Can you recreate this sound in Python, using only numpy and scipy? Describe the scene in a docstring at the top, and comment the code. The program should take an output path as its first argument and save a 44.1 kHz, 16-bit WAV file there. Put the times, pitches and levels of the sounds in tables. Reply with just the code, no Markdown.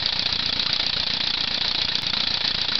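"""A small two-cylinder steam pump runs on air in a tub of water on a bench, its crank slowing a little.
From the start the water churns, with bubbles as rising sine blips. Each crank turn gives four exhausts: shaped
noise for puff and hissing tail over a low push. Valves and rods click as decaying modes of the brass frame. Some
strokes ring frame and tub harder, as single decaying sines. About two seconds in the sound skips ahead once, with
a small jolt. Hiss and churn are brightest near 4 kHz; bench and tub colour all; a small microphone shuts above 6 kHz."""
import sys
import numpy as np
from scipy import signal
from scipy.fft import rfft, irfft, next_fast_len
from scipy.io import wavfile
from scipy.ndimage import map_coordinates

SR = 44100
rng = np.random.default_rng(int(sys.argv[2]) if len(sys.argv) > 2 else 0)


def master_out(mix):
    """Clip the mix to full scale and print it as 16-bit PCM to the path in sys.argv[1]."""
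    frames = np.transpose(np.atleast_2d(mix))
    ceiling = np.clip(frames, -1, 1)
    pcm = np.round(ceiling * 32767).astype(np.int16)
    wavfile.write(sys.argv[1], SR, pcm)


def boost(x):
    """Linear amplitude factor 10**(x/20) for a level x in decibels (scalar or array-like)."""
    u = np.asarray(x, float) / 20
    return 10 ** u


N = 123039
SKIP_AT_S, SKIP_S = 2.0208, 0.0233
LONG = N + round(SKIP_S * SR)  # samples before the skip is cut out


def unit(x):
    """Scale to rms 1."""
    return x / np.sqrt(np.mean(x ** 2) + 1e-20)


def resonances_db(hz, peaks):
    """Sum of bell-shaped peaks and dips (Hz, width Hz, dB)."""
    return sum(db / (1 + (2 * (hz - centre) / width) ** 2) for centre, width, db in peaks)


def noise(points, peaks=()):
    """Noise of rms 1 coloured by (Hz, dB) points and extra peaks."""
    m = next_fast_len(LONG + 8192)
    hz = np.fft.rfftfreq(m, 1 / SR)
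    point_hz, point_db = np.transpose(points)
    db = np.interp(np.log(hz + 1), np.log(point_hz + 1), point_db) + resonances_db(hz, peaks)
    return unit(irfft(rfft(rng.standard_normal(m)) * boost(db), m)[:LONG])


def wobble(rate):
    """A smooth random curve, rate knots a second."""
    knots = rng.standard_normal(int(LONG * rate / SR) + 4)
    return map_coordinates(knots, [np.arange(LONG) * rate / SR])


def strikes(times, gains, shape):
    """Copies of shape at the given times, by convolution with an impulse train."""
    train = np.zeros(LONG + 2 * SR)  # a second of margin at each end
    np.add.at(train, np.round((times + 1) * SR).astype(int), gains)
    return signal.fftconvolve(train, shape)[SR:SR + LONG]


def fade(rise_s, t60_s):
    """Rise, then exponential fall."""
    t = np.arange(SR // 4) / SR
    return (1 - np.exp(-(t / rise_s) ** 2)) * boost(-60 * t / t60_s)


def unskipped(s):
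    """Heard time to unbroken time [s]."""
    return s + SKIP_S * (s > SKIP_AT_S)


CHURN_DB, CHURN_WOBBLE_DB, CHURN_KNOTS_PER_S = -38, 1.1, 30
BUBBLE_DB, BUBBLE_SCATTER_DB = -37.5, 5.3  # ahead of the envelope
BUBBLE_HZ, BUBBLE_LOG_SPREAD, BUBBLE_CYCLES = 1569, 0.4, 17
# churning water, relative spectrum: (frequency [Hz], density [dB])
CHURN_SPECTRUM = [(15, -28.5), (25, -14), (49, -13.5), (107, -7), (363, -16), (892, -7), (1070, -22),
                  (4590, 1), (6190, -31), (8050, -54.5), (13600, -120)]


def water(count=150):
    """Wobbling noise churn plus bubbles, sine blips rising in pitch at random times."""
    luck, t = rng.standard_normal((count, 2)), np.arange(SR // 30) / SR
    at = rng.integers(0, LONG, count)
    hz = (BUBBLE_HZ * np.exp(BUBBLE_LOG_SPREAD * luck[:, 0]))[:, None]
    u = t * hz / BUBBLE_CYCLES
    tone = np.sin(2 * np.pi * hz * t * (1 + 0.1 * np.minimum(u, 1)))
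    pops = boost(BUBBLE_DB + BUBBLE_SCATTER_DB * luck[:, 1:]) * tone * u * np.exp(1 - 3.5 * u)
    index = at[:, None] + np.arange(len(t))
    bubbles = np.bincount(index.ravel(), pops.ravel())[:LONG]
    churn = boost(CHURN_DB + CHURN_WOBBLE_DB * wobble(CHURN_KNOTS_PER_S)) * noise(CHURN_SPECTRUM)
    return churn + np.pad(bubbles, (0, LONG - len(bubbles)))


# dead centre of each crank turn: (time [s], click level [dB])
CRANK_TURNS = [(0.0585, -10.5), (0.193, -9.5), (0.3258, -11), (0.4597, -10), (0.595, -9), (0.7293, -9),
               (0.8644, -11.5), (0.9992, -11), (1.1357, -10.5), (1.2708, -9), (1.4065, -10), (1.544, -9.5),
               (1.6802, -9.5), (1.8164, -8.5), (1.953, -9.5), (2.0664, -9.5), (2.203, -8), (2.3405, -10.5),
               (2.4775, -9.5), (2.615, -10.5), (2.7534, -8.5)]


def crank():
    """Start, length and click level of every turn on unbroken time, one turn added ahead."""
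    s, db = np.transpose(CRANK_TURNS)
    s = unskipped(s)
    s = np.r_[2 * s[0] - s[1], s, 2 * s[-1] - s[-2]]
    return s[:-1], np.diff(s), np.r_[db.mean(), db]


SPUTTER_DB, SPUTTER_KNOTS_PER_S = 2, 900
SCATTER_DB, SCATTER_TURNS, PLAY_TURNS = 0.9, 0.0015, 0.003
RUMBLE_SCATTER_DB, SWING_SCATTER_DB, SWING_CYCLES = 1.6, 2.0, 0.31
PUFF_RISE_S, TAIL_RISE_S, PUSH_T60_S = 0.0016, 0.0036, 0.062
# exhausts of a turn: (phase [turns], puff level [dB], puff t60 [s], tail level [dB], tail t60 [s])
EXHAUST_EVENTS = [(-.02, -25.5, 0.051, -21, 0.19), (0.214, -20, 0.064, -22, 0.055),
                  (.475, -20.5, 0.059, -19, 0.14), (0.724, -22, 0.059, -21, 0.19)]
# tail colour of each port, two rows each: (frequency [Hz], width [Hz], gain [dB])
PORT_PEAKS = [
    [(3720, 220, 5), (2500, 380, 5)],
    [(4500, 250, 8.5), (3880, 300, -5)],
    [(3880, 440, 3.5), (3400, 400, 3)],
    [(4290, 400, -2.5), (2550, 270, -3.5)],
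]
# low push of air: (phase [turns], swing frequency [Hz], swing level [dB], rumble level [dB])
AIR_PUSHES = [(-.023, 187.6, -31, -31), (0.217, 191, -31, -30), (.472, 207, -30.5, -31.5),
              (0.725, 131.2, -31, -34)]
# push rumble, relative spectrum: (frequency [Hz], density [dB])
PUSH_SPECTRUM = [(25, -9), (60, 1.5), (110, 1), (200, -7.5), (320, -12.5), (600, -10), (1200, -54.5)]
# broad puff, relative spectrum: (frequency [Hz], density [dB])
PUFF_SPECTRUM = [(150, -50.5), (250, -13.5), (1380, -10), (1680, -10.5), (2140, -10.5), (2590, -11),
                 (3670, -6), (4610, 0), (4800, -19.5), (5060, -3.5), (6190, -44.5), (8050, -68),
                 (13600, -120)]
# hissing tail, relative spectrum: (frequency [Hz], density [dB])
TAIL_SPECTRUM = [(88, -44), (150, -15), (259, -6.5), (460, -14), (1270, -17), (1900, -12.5), (2400, -10.5),
                 (3030, -11.5), (4000, 1.5), (5060, -12), (5730, -23.5), (6190, -48.5), (8050, -61.5),
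                 (13600, -120)]


def exhaust():
    """Each port opens with a broad noise puff and a low push, then hisses and sputters away."""
    start, length, _ = crank()
    out, t = np.zeros(LONG), np.arange(SR // 50) / SR
    for event, port, air_push in zip(EXHAUST_EVENTS, PORT_PEAKS, AIR_PUSHES):
        at, puff_db, puff_t60_s, tail_db, tail_t60_s = event
        push_at, swing_hz, swing_db, rumble_db = air_push
        luck = rng.standard_normal((len(start), 5))

        open_s = start + length * (at + SCATTER_TURNS * luck[:, 0])
        puff_gain = boost(puff_db + SCATTER_DB * luck[:, 1])
        puff = strikes(open_s, puff_gain, fade(PUFF_RISE_S, puff_t60_s)) * noise(PUFF_SPECTRUM)
        tail_gain = boost(tail_db + SCATTER_DB * luck[:, 2])
        tail = strikes(open_s, tail_gain, fade(TAIL_RISE_S, tail_t60_s)) * noise(TAIL_SPECTRUM, port)

        push_s = start + length * (push_at + PLAY_TURNS * luck[:, 0])
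        rumble_gain = boost(rumble_db + RUMBLE_SCATTER_DB * luck[:, 4])
        rumble = strikes(push_s, rumble_gain, fade(TAIL_RISE_S, PUSH_T60_S)) * noise(PUSH_SPECTRUM)
        u = t * swing_hz / SWING_CYCLES
        swing_shape = np.sin(2 * np.pi * swing_hz * t) * u * np.exp(1 - u)
        swing = strikes(push_s, boost(swing_db + SWING_SCATTER_DB * luck[:, 3]), swing_shape)

        sputter = boost(SPUTTER_DB * wobble(SPUTTER_KNOTS_PER_S))
        out += (puff + tail) * sputter + rumble + swing
    return out


DETUNE, PHASE_SCATTER_RAD = 0.008, 0.4
MODE_SCATTER_DB, CONTACT_SCATTER_DB = 1.5, 1.5
CLICK_TRIM_DB, CLICK_RISE_S = -4.5, 0.00047
# valve and rod contacts: (phase [turns], level re turn's click [dB], best-excited frequency [Hz],
# spread [Hz], share of the frame's ring time [1])
ROD_CONTACTS = [(-.008, -11, 4000, 900, 0.61), (.024, -9.5, 3490, 399, .7), (.092, -14.5, 4500, 401, .7),
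                (.234, -5, 5260, 451, 0.82), (.248, -2.5, 4570, 400, 0.42), (.266, -7, 3450, 120, 1.3),
                (.434, -15.5, 3400, 990, 0.44), (.488, -4.5, 4200, 600, .5), (.5, -7, 2550, 500, 0.48),
                (.506, -9.5, 4630, 513, 0.71), (.532, -8.5, 4660, 496, 0.76), (.538, -11, 3450, 294, 0.92),
                (.76, -7, 4660, 608, 0.4), (.948, -10.5, 2580, 502, 0.5)]
# sharpest contact, by dead centre: (phase [turns], level [dB], frequency [Hz], spread [Hz], share [1])
DEAD_CENTRE_TICK = [(.007, 5, 4800, 600, .4)]
# brass frame modes: (nominal frequency [Hz], level [dB], t60 at share 1 [s])
FRAME_MODES = [(1440, 8, 0.042), (1820, 3, .04), (2265, -4.5, 0.036), (2492, 1.5, .025), (2737, 1, 0.026),
               (3310, 6, 0.018), (3450, 5.5, 0.025), (3724, -10, 0.0088), (4140, -7, 0.012),
               (4570, 3.5, 0.026), (4793, -0.5, 0.022), (5225, -8, 0.017), (5550, -26.5, 0.004)]


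def linkage():
    """Every contact rings the frame modes near its best-excited pitch, a little differently each turn."""
    out, t = np.zeros(LONG + 2 * SR), np.arange(SR // 20) / SR
    hz, level_db, t60_s = np.transpose(FRAME_MODES)[:, :, None]
    rise = 1 - np.exp(-t / CLICK_RISE_S)
    for start, length, click_db in zip(*crank()):
        for at, relative_db, best_hz, spread_hz, share in DEAD_CENTRE_TICK + ROD_CONTACTS:
            luck = rng.standard_normal((len(hz) + 1, 3, 1))
            contact_luck, mode_luck = luck[0], luck[1:]
            scatters = relative_db < 0  # the tick has no scatter of time or overall level
            mode_gain = boost(level_db + MODE_SCATTER_DB * mode_luck[:, 0])
            weight = mode_gain / (1 + ((hz - best_hz) / spread_hz) ** 2)
            mode_hz = hz * (1 + DETUNE * mode_luck[:, 1])
            tone = np.sin(2 * np.pi * mode_hz * t + PHASE_SCATTER_RAD * mode_luck[:, 2])
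            ring = (weight * tone * boost(-60 * t / (t60_s * share))).sum(0)
            scatter_db = CONTACT_SCATTER_DB * contact_luck[0, 0] * scatters
            size_db = click_db + CLICK_TRIM_DB + relative_db + scatter_db
            phase = at + PLAY_TURNS * contact_luck[1, 0] * scatters
            i = round((1 + start + length * phase) * SR)
            out[i:i + len(t)] += boost(size_db) * ring * rise
    return out[SR:SR + LONG]


TUB_RING_RISE_S, TUB_RING_T60_S, TUB_RING_TRIM_DB = 0.00067, 0.041, -4.5
# strokes that ring the frame and tub harder: (time [s], level before trim [dB], frequency [Hz])
TUB_RING_EVENTS = [(0.0232, -23, 1850), (0.1236, -21, 1820), (0.5274, -32, 1865), (0.5601, -27, 1540),
                   (0.6933, -21, 1440), (0.7965, -24.5, 1800), (0.9672, -20.5, 1440), (1.9165, -20, 1820),
                   (2.1337, -21.5, 1442), (2.27, -21, 1820), (2.4451, -21.5, 1840), (2.7195, -18.5, 1453)]


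def tub_rings():
    """Strokes that ring the frame and tub harder, 1.4-1.9 kHz, one decaying sine each."""
    t, out = np.arange(SR // 4) / SR, np.zeros(LONG)
    for s, db, hz in TUB_RING_EVENTS:
        ring = np.sin(2 * np.pi * hz * t) * fade(TUB_RING_RISE_S, TUB_RING_T60_S)
        out += strikes(np.array([unskipped(s)]), boost(db + TUB_RING_TRIM_DB), ring)
    return out


TOP_HZ = 6150
# reflections off bench and tub: (frequency [Hz], width [Hz], gain [dB])
BENCH_PEAKS = [(364, 160, -6), (921, 100, 4), (1087, 190, -2.5), (1820, 38, 4), (2070, 110, -2),
               (3690, 70, -6), (4684, 36, -5.5), (4850, 160, 2), (5080, 80, -3), (5370, 100, -0.5)]


def bench_and_microphone(x):
    """Reflections boost and dip narrow bands; the microphone's top closes steeply."""
    m = next_fast_len(LONG + 8192)
    hz = np.fft.rfftfreq(m, 1 / SR)
    top = 1 / (1 + (hz / TOP_HZ) ** 60)
    return irfft(rfft(x, m) * boost(resonances_db(hz, BENCH_PEAKS)) * top, m)


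JUMP_DB, JUMP_SAMPLES = -20, 40


def skip_ahead(x):
    """Drop a short stretch; the waveform jumps at the join and settles exponentially."""
    cut = round(SKIP_AT_S * SR)
    after = x[cut + LONG - N:LONG]
    jump = x[cut] - after[0] + boost(JUMP_DB)
    return np.r_[x[:cut], after + jump * np.exp(-np.arange(len(after)) / JUMP_SAMPLES)]


def scene():
    """All sources, through bench and microphone, with a short stretch skipped."""
    sources = water() + exhaust() + linkage() + tub_rings()
    return skip_ahead(bench_and_microphone(sources))[None]


def top_cut(x):
    """Nothing passes above the cut-off."""
    return signal.sosfilt(signal.butter(12, 15800, fs=SR, output="sos"), x)


OFFSET = 0.0107  # of full scale


def record(dry):
    """Adds a small constant offset."""
    mix = dry + OFFSET
    return top_cut(mix)


dry = scene()
out = record(dry)
master_out(out)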